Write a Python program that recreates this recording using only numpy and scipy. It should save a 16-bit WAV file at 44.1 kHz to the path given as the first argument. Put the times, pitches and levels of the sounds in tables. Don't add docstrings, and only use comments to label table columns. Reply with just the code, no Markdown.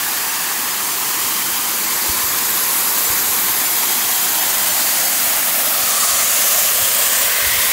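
import sys
import numpy as np
from scipy import signal
from scipy.fft import rfft, irfft, next_fast_len
from scipy.io import wavfile
from scipy.ndimage import uniform_filter1d, map_coordinates

SR = 44100
rng = np.random.default_rng(int(sys.argv[2]) if len(sys.argv) > 2 else 0)


def wav_record(signal):
    frames = np.transpose(np.atleast_2d(signal))
    bounded = np.clip(frames, -1, 1)
    quanta = np.round(bounded * 32767).astype(np.int16)
    wavfile.write(sys.argv[1], SR, quanta)


def attenuation_scalar(level_db):
    decades = np.asarray(level_db, float) / 20
    return 10 ** decades


N = 340452
HZ = np.fft.rfftfreq(1024, 1 / SR)[:, None]
T = np.arange(N // 256 + 2) * 256 / SR


def frames(x):
    return signal.stft(np.pad(x, (0, 512)), nperseg=1024, noverlap=768)[2][:, :len(T)]


def sound(z):
    return signal.istft(z, nperseg=1024, noverlap=768)[1][..., :N]


def unit(x):
    return x / np.sqrt(np.mean(np.abs(x) ** 2) + 1e-20)


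def smooth(x, rows, columns):
    return uniform_filter1d(uniform_filter1d(x, size=rows, axis=0), size=columns, axis=1)


def colour(points, hz):
    f, db = np.transpose(points)
    return attenuation_scalar(np.interp(np.log(hz + 1), np.log(f), db, left=-120, right=-120))


def curves(rows, t):
    s, *columns = np.transpose(rows)
    return [np.interp(t, s, column) for column in columns]


def wobble(rate):
    return map_coordinates(rng.standard_normal(4000), [np.arange(N) * rate / SR])


def band(centre_hz, width, t=T):
    waver = map_coordinates(rng.standard_normal(400), [t * 9])
    away = np.abs((np.log(HZ + 1) - np.log(centre_hz)) / width + 0.12 * waver)
    return np.exp(-away ** 3)


def hollow(rows, width, edge):
    total_db = np.zeros((len(HZ), len(T)))
    for start_s, length_s, from_hz, to_hz, lift_db in rows:
        u = (T - start_s) / length_s
        held = (np.tanh(u / edge) - np.tanh((u - 1) / edge)) / 2
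        on = held > 0.01
        centre_hz = from_hz + (to_hz - from_hz) * np.clip(u[on], 0, 1)
        total_db[:, on] += lift_db * held[on] * band(centre_hz, width, T[on])
    return attenuation_scalar(total_db)


def drops(per_second, spread_db, share):
    hit = rng.random(N) < per_second / SR
    size = rng.standard_normal(N)
    near = unit(hit * np.sign(size) * attenuation_scalar(spread_db * np.abs(size)))
    return share * near + rng.standard_normal(N)


def sheet(spectrum, level_db, impacts, patchy_db):
    patches = unit(smooth(rng.standard_normal((len(HZ), len(T))), 6, 6))
    z = frames(impacts) * colour(spectrum, HZ) * attenuation_scalar(patchy_db * patches)
    return z * attenuation_scalar(level_db) / np.std(sound(z))


def clumps():
    return attenuation_scalar(0.07 * wobble(45) + 0.27 * wobble(100))


# time_s, nearness_db, port_turned_to_mist_db
STEPS = [(0, -19, 0.8), (.6, -19.3, -0.1), (1.3, -18, .5), (1.7, -18.8, 0.5), (2, -18, -0.1),
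         (2.7, -17, 0.5), (3.2, -16.6, 0.6), (3.6, -17, 1.5), (3.95, -16.5, 0.2), (4.3, -16.5, 0.5),
         (5, -15.5, 0), (5.7, -15.5, 1), (6, -15, -.6), (6.56, -14.3, .3), (6.8, -15.5, 0.3),
         (7.2, -14.5, -1), (7.33, -15.5, -0.2), (7.72, -14, .1)]


def walk():
    near_db, turn_db = curves(STEPS, T)
    return near_db - near_db.mean(), turn_db


# pitch_hz, level_db (per Hz)
PLUNGE_TONE = [(53, -39), (90, -10.5), (140, -3.5), (259, 0), (400, 2.5), (600, -7.5), (780, -55),
               (1320, -120)]


def plunge():
    faced_s = 3.2
    level_db = -37.5 - 0.32 * (T - faced_s) ** 2
    return sheet(PLUNGE_TONE, level_db, rng.standard_normal(N), patchy_db=0.9)


# pitch_hz, level_db (per Hz)
SPLASH_TONE = [(210, -7), (350, -13), (432, -9), (631, -1.5), (1150, -2), (1350, -2.5), (1800, -1.5),
               (2480, -4.5), (5000, -4.5), (6500, -27), (11000, -120)]


def splash(near_db, shared):
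    impacts = shared * drops(500, spread_db=4, share=0.17)
    return sheet(SPLASH_TONE, -24 + 0.51 * near_db, impacts, patchy_db=1.09)


# pitch_hz, level_db (per Hz)
SPRAY_TONE = [(2240, -6.5), (3800, -7), (4580, -3.5), (5760, 0.5), (6780, 2.5), (8900, 1.5), (10500, -3.5),
              (13600, -15), (22000, -120)]


def spray(near_db, turn_db, shared):
    level_db = -23.5 + 1.08 * near_db - 0.7 * turn_db
    impacts = shared * clumps() * drops(800, spread_db=3, share=0.23)
    return sheet(SPRAY_TONE, level_db, impacts, patchy_db=0.9)


# pitch_hz, level_db (per Hz)
MIST_TONE = [(5600, -44), (9500, -1.5), (11000, 2), (12200, 3), (13300, 1.5), (14200, 3), (15300, 3.5),
             (15740, 5.5), (15790, -60)]


def mist(near_db, turn_db, shared):
    impacts = shared * clumps() * drops(1200, spread_db=2, share=0.22)
    return sheet(MIST_TONE, -21 + 1.07 * near_db + turn_db, impacts, patchy_db=0.3)


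# time_s, ridge_spacing_hz, mirror_strength (0 to 1)
POOL_ECHO = [(0, 1000, .3), (1.5, 1070, 0.43), (2.2, 1100, 0.27), (3, 1060, .05), (4, 915, .28),
             (5, 705, 0.2), (6, 627.6, .52), (6.6, 585, 0.73), (7.72, 530, .66)]


def pool():
    clear_from_hz, clear_to_hz = 350, 1180
    spacing_hz, strength = curves(POOL_ECHO, T)
    r = np.clip(strength, 0, 0.95)
    r = r / (1 + (HZ / clear_to_hz) ** 4) / (1 + (clear_from_hz / (HZ + 1)) ** 4)
    ridges = np.sqrt(1 + 2 * r / (1 + r * r) * np.cos(2 * np.pi * HZ / spacing_hz))
    gravel = attenuation_scalar(-4.5 * band(0.606 * spacing_hz, width=0.16))
    return ridges * gravel


# start_s, length_s, from_hz, to_hz, lift_db
LEDGES = [(-0.55, 1.25, 1400, 1830, 4), (.25, 1.6, 3700, 3780, -2.5), (2, 2.3, 3100, 3050, -1.5),
          (2, .6, 1680, 1670, 1.5), (5, 0.57, 3800, 3800, -2), (3.45, 0.44, 2100, 2050, 1.5),
          (0.5, 1.8, 300, 310, 3), (6.5, 1.3, 3100, 3050, 4), (7, .55, 10900, 10500, -1.5)]
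# start_s, length_s, from_hz, to_hz, lift_db
SHELVES = [(.2, .6, 2650, 2800, 2.5), (.3, .6, 1270, 1280, 3.5), (1.2, .5, 3000, 3200, 3.5),
           (1.7, 0.89, 2230, 2250, 1.5), (1.83, 0.39, 4450, 4500, 2.5), (3.1, 0.92, 2260, 2150, 1.5),
           (3.7, 1.03, 3300, 3130, 4.5), (4.2, 1.3, 1970, 2100, 3), (4.7, .5, 4550, 4400, 3),
           (5.35, 0.33, 4700, 4630, -4), (5.8, .35, 4500, 4500, 3.5), (6.1, 0.38, 2130, 2100, 4.5),
           (6.19, .4, 2750, 2700, 3), (7.05, 1, 2520, 2550, 3.5), (7.4, .6, 3630, 3480, 3)]


def cliff():
    return hollow(LEDGES, width=0.12, edge=0.16) * hollow(SHELVES, width=0.066, edge=0.2)


# start_s, length_s, from_hz, to_hz, lift_db
PALM_HOLLOW = [
    (-.5, 5.9, 6800, 7150, 2.5),
    (2.95, 0.46, 7400, 7600, 1),
    (5.82, .9, 7200, 6500, 4),
    (6.72, .56, 7360, 8200, 3.5),
]
# start_s, length_s, from_hz, to_hz, lift_db
FINGER_GAPS = [(1.7, 2.2, 12200, 12050, 4), (3.9, 1.9, 12100, 12100, 2), (5.86, .35, 9300, 9300, 2.4),
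               (5.88, .32, 13900, 13900, -2), (6.3, 0.4, 10200, 12200, 3), (6.65, .35, 12200, 12700, 2.5),
               (6.95, .35, 13200, 14200, 3), (2.55, .35, 10600, 10800, 2.5)]
# start_s, length_s, from_hz, to_hz, lift_db
CUPPED_HAND = [
    (-1.1, 6.1, 1130, 1000, 3.3),
    (5.82, .38, 1160, 1140, 6.6),
    (7, .4, 1600, 1520, 2.5),
    (7, .55, 1900, 2000, 5.5),
    (7.45, .6, 2000, 2150, 7),
]


def hand():
    palm = hollow(PALM_HOLLOW, width=0.21, edge=0.024)
    fingers = hollow(FINGER_GAPS, width=0.079, edge=0.2)
    return palm * fingers * hollow(CUPPED_HAND, width=0.12, edge=0.23)


def fall():
    near_db, turn_db = walk()
    shared = attenuation_scalar(0.12 * wobble(40) + 0.4 * wobble(90))
    z = plunge() + splash(near_db, shared)
    z += spray(near_db, turn_db, shared) + mist(near_db, turn_db, shared)
    return sound(z * pool() * cliff() * hand())


# pitch_hz, level_db (per Hz)
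BUFFET_TONE = [(18, -30), (32, -17), (50, -5.5), (75, -1.5), (110, -9), (160, -8), (300, -40)]
# time_s, rise_over_calm_db
GUST_TIMES = [(1.33, 10), (1.95, 5), (2.35, 11), (2.65, 4), (3.24, 8), (3.5, 5.2), (4.52, 6.8), (5.252, 8),
              (6.1, 3), (6.8, 6), (7.2, 4), (7.6, 8)]


def buffeting():
    t = np.arange(N) / SR
    gust_s = 0.18
    m = next_fast_len(N + 8192)
    low = irfft(rfft(rng.standard_normal(m)) * colour(BUFFET_TONE, np.fft.rfftfreq(m, 1 / SR)), m)[:N]
    level_db = -60 + 0.9 * t
    for s, rise_db in GUST_TIMES:
        level_db += rise_db * np.exp(-((t - s) / gust_s) ** 2)
    return attenuation_scalar(level_db) * unit(low * attenuation_scalar(1.7 * wobble(9.5)))


# time_s, peak_db, pitch_hz, length_cycles
PUFF_TIMES = [(1.54, -44, 50, 1.5), (2.101, -24, 69, 1.1), (2.183, -44, 100, 1.1), (2.244, -33, 78, 1.1),
              (3.104, -26, 83, 0.65), (3.136, -38, 68, 1), (3.298, -40, 88, 1), (4.723, -37, 85, 1),
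              (5.837, -34, 90, 0.81), (6.139, -33, 84, 1), (6.833, -31.5, 98, 2.1), (7.428, -35, 80, 1),
              (7.448, -35, 92, 1.2), (7.475, -27, 70, 1.4), (7.521, -33, 100, 1), (7.546, -37, 90, 1),
              (7.564, -39, 55, 0.88), (7.59, -31, 70, 1.3)]


def puffs():
    t = np.arange(N) / SR
    air = np.zeros(N)
    for s, peak_db, hz, cycles in PUFF_TIMES:
        near = slice(round(s * SR) - 2600, round(s * SR) + 2600)
        turn = (t[near] - s) * hz
        swell = np.exp(-np.abs(turn / (0.65 * cycles)) ** 1.9)
        air[near] += attenuation_scalar(peak_db) * swell * np.cos(2 * np.pi * (turn - 0.06 * turn ** 2) - 1.9)
    return air


def scene():
    return np.tile(fall() + buffeting() + puffs(), (2, 1))


# time_s, centre_hz
WIDE_SPLITS = [(.299, 13800), (.345, 14500), (.926, 12760), (1.483, 13080), (1.576, 8280), (1.854, 9680),
               (1.878, 10950), (1.878, 14480), (2.296, 9310), (2.296, 13070), (2.76, 12080), (2.969, 12420),
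               (3.062, 6640), (3.666, 11700), (3.898, 15160), (4.2, 9310), (4.2, 13110), (4.269, 12070),
               (4.409, 8970), (4.78, 11720), (4.827, 13100), (5.059, 14480), (5.198, 13100), (5.314, 11430),
               (5.337, 11320), (5.43, 11730), (5.43, 13830), (5.941, 14820), (6.197, 12430), (6.289, 15190)]
# time_s, centre_hz
NARROW_SPLITS = [(.299, 6930), (.647, 4700), (.717, 5740), (.926, 6940), (1.576, 4700), (2.296, 5170),
                 (3.666, 6300), (3.898, 4700), (4.409, 5480), (4.548, 5200), (4.711, 6320), (4.78, 8960),
                 (4.827, 10350), (5.059, 5200), (5.198, 4720), (5.779, 9680), (6.011, 5760)]


def split_channels(mono):
    mid = frames(mono) * (HZ < 15770)
    apart = np.zeros(mid.shape)
    for rows, width_hz in [(WIDE_SPLITS, 1830), (NARROW_SPLITS, 1160)]:
        for s, hz in rows:
            apart[np.ix_(np.abs(HZ[:, 0] - hz) < width_hz / 2, np.abs(T - s) < 0.013)] = 1
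    strength = np.sqrt(np.abs(smooth(np.abs(mid) ** 2, 15, 5)))
    side = sound(attenuation_scalar(-2.0) * unit(frames(rng.standard_normal(N))) * strength * apart)
    kept = sound(mid * (1 - 0.31 * apart))
    return np.array([kept + side, kept - side])


def low_pass(x):
    return signal.sosfilt(signal.butter(12, 17090, fs=SR, output="sos"), x)


def record(dry):
    mono = dry[0] / (1 + np.abs(dry[0] / 0.8) ** 6) ** (1 / 6)
    return low_pass(split_channels(mono))


dry = scene()
out = record(dry)
wav_record(out)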